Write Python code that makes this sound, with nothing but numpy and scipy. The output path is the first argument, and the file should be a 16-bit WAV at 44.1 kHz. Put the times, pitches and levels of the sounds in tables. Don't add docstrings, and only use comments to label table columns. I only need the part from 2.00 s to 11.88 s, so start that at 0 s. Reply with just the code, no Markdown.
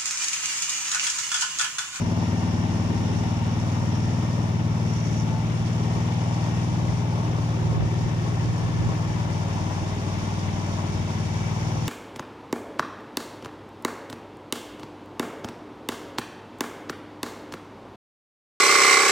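import sys
import numpy as np
from scipy import signal
from scipy.fft import rfft, irfft
from scipy.io import wavfile
from scipy.ndimage import uniform_filter1d

SR = 44100
rng = np.random.default_rng(int(sys.argv[2]) if len(sys.argv) > 2 else 0)


def wav_out(sig):
    wavfile.write(sys.argv[1], SR, np.round(np.clip(np.atleast_2d(sig).T, -1, 1) * 32767).astype(np.int16))


N = 435708
TIME = np.arange(N) / SR
FREQ = np.maximum(np.fft.rfftfreq(N, 1 / SR), 1)

# time in seconds, engine cycles per second.
ENGINE_SPEED = [(0.0, 19.304), (0.1, 19.144), (0.3, 19.299), (0.5, 19.155), (1.1, 19.423), (1.2, 19.37),
                (1.9, 19.644), (2.4, 19.44), (2.6, 19.078), (2.9, 19.22), (3.2, 18.506), (3.3, 18.57),
                (3.6, 19.243), (3.9, 19.597), (4.9, 19.624), (5.1, 19.358), (5.7, 19.232), (6.0, 19.294),
                (6.3, 19.225), (6.8, 19.363), (7.2, 19.757), (7.5, 19.441), (7.7, 19.386), (8.1, 19.532),
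                (8.5, 19.496), (8.7, 19.411), (9.4, 19.236), (9.88, 19.314)]
# multiple of the engine speed, starting level in dB, fade in dB per second.
EXHAUST_TONES = [(2, -57, 1), (3, -48.5, -0.2), (4, -45, 1), (5, -28.5, 0.16), (6, -26.5, 0.11),
                 (7, -40.5, 0), (8, -31, 0), (9, -30, 0.83), (11, -36, 0.3), (12, -35.5, 1.3),
                 (13, -34.5, 3), (14, -59, 8), (16, -47.5, 0.5), (17, -50, 1.5), (19, -57, -0.8),
                 (21, -52.5, 0.54)]
# multiple of the engine speed, middle in seconds, half-length in seconds, depth in dB.
QUIET_SPOTS = [(6, 0.22, 1.5, 4), (8, 0.59, 0.95, 4.5), (9, 1.76, 0.54, 5), (5, 3.23, 0.4, 7.5),
               (7, 3.8, 0.94, 3.5), (5, 4.7, 2.16, 3), (13, 6.6, 0.64, 2), (11, 6.26, 1.55, 10),
               (12, 8.6, 0.51, 3.5), (8, 8.35, 0.92, 5.5), (6, 8.36, 1.03, 11.5), (5, 10.54, 0.74, 8),
               (9, 10.2, 0.46, 5)]
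# time in seconds, weight (the first puff is 1).
SECOND_PUFF = [(0, .2), (3, .98), (7, .95), (8.8, .07), (9.88, 0)]
# pitch in Hz, width in Hz, relative strength.
PIPE_MODES = [(94, 20, 1), (157, 8, .17), (231.4, 8, 3)]
# multiple of the engine speed, left level minus right level in dB.
SHADE = [(6, 0.5), (9, 3.5), (12, 3.5), (16, 8.5)]
# frequency in Hz, then left and right relative levels in dB.
DRONE_COLOUR = [(20, -82, -80), (33, -75, -80), (44.3, -72, -60), (75.4, -55, -55.5), (139, -57.5, -74),
                (204, -59.5, -58), (296, -61, -65.5), (396, -62.5, -74), (509, -70.5, -77),
                (820, -150, -153)]
# frequency in Hz, then left and right relative levels in dB.
CLATTER_COLOUR = [(294, -82, -88), (479, -67.5, -68), (534, -62.5, -65), (730, -62, -65.5),
                  (800, -61.5, -73), (875, -63, -66.5), (1000, -64, -79), (1130, -66, -71),
                  (1297, -71, -75.5), (1610, -80, -79.5), (2500, -105, -105)]
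# place in the cycle from 0 to 1, level in dB against the steady shaking.
FIRING_KNOCKS = [(0.19, -5), (.36, -8), (.56, -15), (0.82, -15)]
# pitch in Hz, width in Hz, relative level in dB.
PANEL_MODES = [(306.3, 69, -53), (411, 20.5, -58.5), (452.6, 16, -63), (640.5, 50, -56.5), (775, 26, -53),
               (858, 37, -51), (926.6, 31, -52), (980.6, 45, -50.5), (1088, 27, -53.5), (1155, 28, -58.5)]
# time in seconds, gain in dB.
WALK_LEVEL = [(0, -0.5), (1.5, 1.5), (2.2, 0.5), (2.8, -1), (3.5, -3), (4.2, 4.5), (5.6, 0), (8.3, 4),
              (9.88, -0.5)]
# middle in seconds, half-length in seconds, pitch in Hz, width in Hz, relative level in dB.
RINGING_SWELLS = [(0.747, 0.28, 309, 70, -42), (.9, 0.97, 830, 170, -46.5), (1.112, 1.3, 1410, 200, -55),
                  (.9, 1.5, 2830, 240, -55.5), (.4, 0.77, 1855, 70, -55), (2.1, 0.49, 1835, 70, -57),
                  (3.05, .17, 2210, 90, -58), (3.8, .2, 1835, 70, -55), (4.1, 1, 493, 70, -50.5),
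                  (4.15, 0.66, 3000, 600, -55), (5.2, .2, 870, 50, -50), (5.75, 0.85, 373, 110, -43),
                  (6.15, .33, 1817, 60, -52), (6.9, .7, 1730, 120, -53), (9.002, .14, 2275, 60, -55),
                  (9.42, .18, 2270, 60, -52)]
# frequency in Hz, then left and right relative levels in dB.
CHAIN_COLOUR = [(920, -99, -100), (1310, -73, -76.5), (1530, -76, -81), (1700, -71.5, -80),
                (1900, -74, -81), (2110, -71.5, -79.5), (2650, -75, -80.5), (2830, -75.5, -78),
                (3810, -81.5, -78.5), (4030, -87, -83), (5500, -110, -110)]
# pitch in Hz, width in Hz, relative starting level in dB.
GUARD_MODES = [(1734, 100, -63.5), (1940, 50, -67), (2070, 66, -67), (2253, 100, -66)]
# frequency in Hz, then left and right relative levels in dB.
HISS_COLOUR = [(3000, -105, -100), (4120, -99, -94.5), (4240, -90.5, -80.5), (5110, -86, -78),
               (5700, -84.5, -75.5), (6280, -89, -78.5), (7090, -81, -83.5), (7640, -93, -89.5),
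               (8560, -86.5, -99), (9170, -87.5, -100), (10260, -103, -104), (11500, -113, -113),
               (14400, -106, -106), (14800, -116, -107)]
# time in seconds, gain in dB.
TREBLE_LEVEL = [(0, 0.1), (2.3, -0.5), (3.6, -0.9), (4.5, .3), (5.2, -2), (8.2, .7), (9.88, 1)]
# middle in seconds, half-length in seconds, depth in dB.
TREBLE_DIPS = [(2.63, 0.21, 2.5), (3.42, 0.11, 1), (5.792, 0.087, 2)]
# middle in seconds, half-length in seconds, multiple of the whine's pitch, relative level in dB.
PUMP_SPELLS = [(0.793, 0.55, 2, -58), (1.75, 0.3, 2, -62), (2.0, 0.65, 1.5, -67), (2.35, .2, 2, -58),
               (3.3, 0.5, 2.5, -65), (3.85, 0.32, 2, -59), (4.528, .14, 2, -57), (6.2, 0.5, 2, -62),
               (9.4, .55, 2.5, -65)]
# middle in seconds, half-length in seconds, level on the right in dB.
SPURTS = [(2.94, .06, -44.5), (3.06, .05, -46), (3.15, .04, -49), (3.2, .028, -45), (9.7, 0.41, -51)]
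# frequency in Hz, relative level in dB.
SPURT_COLOUR = [(4000, -32), (5200, -12), (5550, 8), (6300, 1), (7000, -2), (7700, -22), (12000, -32)]
# middle in seconds, half-length in seconds, left level in dB, right level in dB.
GUSTS = [(3.6, 0.07, -37, -38), (4.55, 0.09, -43, -40), (4.89, 0.04, -34, -36), (5.68, 0.05, -39, -24),
         (5.81, 0.055, -41, -20.5), (6.067, 0.025, -34, -28), (6.473, 0.046, -46, -32),
         (6.66, 0.06, -44, -32), (6.84, 0.065, -31, -27), (6.5, 1.2, -39, -37)]
# frequency in Hz, relative level in dB.
GUST_COLOUR = [(20, -28), (55, 6.5), (110, 6.5), (250, -6.5), (700, -23.5), (3000, -59), (12000, -101)]
# frequency in Hz, likeness from 0 (unrelated) to 1.
LIKENESS = [(30, 0), (100, 0), (300, 0.91), (650, 1), (1100, 0.75), (2000, 0.18), (5000, 0), (15000, 0.44)]

PUFF_PLACES = (.375, .749)
PAN_DB = np.array([[2.75], [-2.75]])


def undb(db):
    return 10 ** (np.asarray(db) / 20)


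def unit(x):
    return x / np.sqrt(np.mean(x ** 2))


def curve(table):
    return np.interp(TIME, *np.transpose(table))


def spectra(table):
    hz, *columns = np.transpose(table)
    return np.array([np.interp(np.log(FREQ), np.log(hz), c) for c in columns])


def wander(rate):
    return unit(np.interp(TIME * rate, np.arange(4096), rng.standard_normal(4096)))


def bump(s, half_s):
    return np.exp(-((TIME - s) / half_s) ** 2)


def surge(cycle, depth_db, place, repeats):
    return undb(depth_db * np.cos(2 * np.pi * repeats * (cycle - place)))


def resonance(hz, width_hz):
    return np.sqrt(2 * SR / (np.pi * width_hz)) / (1 + 2j * (FREQ - hz) / width_hz) ** 2


def noise(response):
    return irfft(rfft(rng.standard_normal((2, N))) * response, N)


def microphones(pair, left_lag_s=0.00023):
    a, b = rfft(pair)
    alike = np.clip(spectra(LIKENESS)[0], 0, 1)
    left = a * np.exp(-2j * np.pi * FREQ * left_lag_s)
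    right = alike * a + np.sqrt(1 - alike ** 2) * b
    return np.array([left, right])


def radiate(pair, colour):
    return irfft(microphones(pair) * undb(spectra(colour)) * np.sqrt(SR / 2), N)


def ring_metal(blows, modes):
    response = sum(undb(db) * resonance(hz, width_hz) for hz, width_hz, db in modes)
    return irfft(microphones(blows) * response, N)


def ring_out(blows, fade_s):
    t = TIME[:8192]
    tail = rng.standard_normal(len(t)) * undb(-60 * t / fade_s)
    return unit(signal.fftconvolve(blows, tail)[:N])


def taps(times, sizes):
    at = np.clip(times * SR, 0, N - 1).astype(int)
    return unit(np.bincount(at, sizes * (times > 0) * (at < N - 1), N))


def knocks(cycle, count, jitter_s, scatter_db):
    places = np.arange(int(cycle[-1]) + 1)[:, None] + rng.random(count)
    sizes = uniform_filter1d(rng.standard_normal(places.shape), size=30, axis=0)
    sizes /= np.sqrt(np.mean(sizes ** 2, axis=1, keepdims=True))
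    times = np.interp(places, cycle, TIME) + jitter_s * rng.standard_normal(places.shape)
    sizes *= undb(scatter_db * rng.standard_normal(places.shape))
    return taps(times.ravel(), sizes.ravel())


def rattle(count, scatter_db):
    when, direction, force = rng.random((count, 3)).T
    sizes = np.sign(direction - .5) * undb(-scatter_db * np.log(1 - force))
    return taps(when * N / SR, sizes)


def pipe_phase(hz):
    response = sum(gain / (1 + 2j * (hz - mode_hz) / width_hz) for mode_hz, width_hz, gain in PIPE_MODES)
    return np.angle(-response)


def exhaust(cycle):
    second_weight = curve(SECOND_PUFF)
    crank = cycle + 0.002 * wander(30)
    mean_speed = cycle[-1] / TIME[-1]
    sound = np.zeros((2, N))
    for multiple, start_db, fade in EXHAUST_TONES:
        k = round(multiple)
        dips_db = sum(db * bump(s, half_s) for tone, s, half_s, db in QUIET_SPOTS if round(tone) == k)
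        level_db = start_db - fade * TIME - dips_db
        first, second = np.exp(-2j * np.pi * k * np.array(PUFF_PLACES))
        phase = np.angle(first + second_weight * second) + pipe_phase(k * mean_speed)
        pan_db = np.interp(k, *np.transpose(SHADE)) * np.array([[.5], [-.5]])
        sound += undb(level_db + pan_db) * np.cos(2 * np.pi * k * crank + phase)
    return np.sqrt(2) * undb(0.17 * wander(40)) * sound


def firing(cycle, decay_cycles=0.042, scatter_db=4):
    scatter = undb(scatter_db * rng.standard_normal((len(FIRING_KNOCKS), int(cycle[-1]) + 3)))
    jolts = 0
    for (place, db), sizes in zip(FIRING_KNOCKS, scatter):
        since, turn = np.modf(cycle + 1 - place)
        jolts = jolts + undb(db) * sizes[turn.astype(int)] * np.exp(-since / decay_cycles)
    return unit(1 + jolts)


def housing(cycle, drone_db, clatter_db):
    jolts = firing(cycle)
    shaking = np.array([rattle(count=14000, scatter_db=1.5) for _ in range(2)]) * jolts
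    blows = np.array([knocks(cycle, count=110, jitter_s=.00005, scatter_db=0) for _ in range(2)])
    prongs = np.array([rattle(count=30000, scatter_db=2) for _ in range(2)])
    strikes = unit((undb(-0.5) * blows + prongs) * jolts)
    drone = radiate(shaking, DRONE_COLOUR) * undb(drone_db)
    clatter = radiate(strikes, CLATTER_COLOUR) * undb(clatter_db)
    panels = ring_metal(shaking, PANEL_MODES) * undb(curve(WALK_LEVEL) + PAN_DB)
    return drone + clatter + panels


def ringing_swells(cycle):
    pulsing = microphones(rng.standard_normal((2, N)) * firing(cycle))
    sound = sum(irfft(pulsing * resonance(hz, width_hz), N) * undb(db) * bump(s, half_s)
                for s, half_s, hz, width_hz, db in RINGING_SWELLS)
    return sound * undb(PAN_DB)


def conveyor(cycle, gain_db):
    links = np.array([ring_out(knocks(cycle, count=40, jitter_s=.0003, scatter_db=4), fade_s=0.17)
                      for _ in range(2)])
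    slats = np.array([rattle(count=70000, scatter_db=1.44) for _ in range(2)])
    chain = radiate(unit(undb(-1.5) * links + slats), CHAIN_COLOUR)
    return chain * undb(gain_db + 0.25 * wander(35))


def conveyor_guard(rise_db_per_s=0.34):
    slats = np.array([rattle(count=2500, scatter_db=3) for _ in range(2)])
    return ring_metal(slats, GUARD_MODES) * undb(rise_db_per_s * TIME + np.array([[3], [-3]]))


def oil_hiss(cycle, gain_db):
    pulse = surge(cycle, depth_db=0.46, place=0.36, repeats=2)
    pulse *= surge(cycle, depth_db=0.7, place=0.21, repeats=3)
    flow = rng.standard_normal((2, N)) * pulse * undb(0.85 * wander(45))
    return radiate(flow, HISS_COLOUR) * undb(gain_db)


def valve_ring(fade_db_per_s=1.5):
    ringing = noise(resonance(hz=5530, width_hz=240))
    level_db = -50.5 - fade_db_per_s * TIME + 1.5 * wander(6.2)
    return ringing * undb(level_db + np.array([[-6], [0]]))


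def pump(cycle, speed, teeth_per_cycle=47.3, labour_below_hz=18.76, lag_s=0.1):
    sag_hz = np.maximum(labour_below_hz - np.interp(TIME - lag_s, TIME, speed), 0)
    whine_db = -48.5 - 1.2 * TIME + 54 * sag_hz + curve(WALK_LEVEL)
    phase = 2 * np.pi * teeth_per_cycle * cycle
    whine = undb(whine_db + 2.7 * wander(40)) * np.sin(phase + 0.88 * wander(40))
    pulse = surge(cycle, depth_db=1, place=.3, repeats=1)
    for multiple in (1.5, 2, 2.5):
        gain = undb(-68) + sum(undb(db) * bump(s, half_s) for s, half_s, tone, db in PUMP_SPELLS
                               if round(2 * tone) == 2 * multiple)
        flicker = undb(2 * wander(110))
        whine += gain * pulse * flicker * np.sin(multiple * phase + 0.86 * wander(60))
    return np.sqrt(2) * whine * undb([[2.1], [-3.2]])


def oil_spurts():
    jet = unit(noise(undb(spectra(SPURT_COLOUR))))
    opening = sum(undb(db) * bump(s, half_s) for s, half_s, db in SPURTS)
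    grit_db = 2.7 * wander(260)
    return jet * opening * undb(grit_db + np.array([[-5], [0]]))


def wind():
    rumble = unit(noise(undb(spectra(GUST_COLOUR))))
    return rumble * sum(undb([[left], [right]]) * bump(s, half_s) for s, half_s, left, right in GUSTS)


def scene():
    speed = curve(ENGINE_SPEED)
    cycle = np.cumsum(speed) / SR
    drone_db = 1.96 - 0.2 * TIME - 0.14 * wander(8.1)
    clatter_db = -2.88 - 0.04 * TIME + 0.84 * wander(8)
    treble_db = curve(TREBLE_LEVEL) - sum(db * bump(s, half_s) for s, half_s, db in TREBLE_DIPS)
    mix = exhaust(cycle) + housing(cycle, drone_db, clatter_db) + ringing_swells(cycle)
    mix += conveyor(cycle, gain_db=-1.32 + 0.55 * treble_db) + conveyor_guard()
    mix += oil_hiss(cycle, gain_db=-1.04 + treble_db) + oil_spurts() + pump(cycle, speed)
    return mix + wind() + valve_ring()


def record(dry, notch_hz=8030, top_hz=15200):
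    notch = undb(-13 * np.exp(-((FREQ - notch_hz) / 170) ** 2))
    lowpass = signal.ellip(8, .2, 70, top_hz, fs=SR, output="sos")
    return signal.sosfilt(lowpass, irfft(rfft(dry) * notch, N))


dry = scene()
out = record(dry)
wav_out(out)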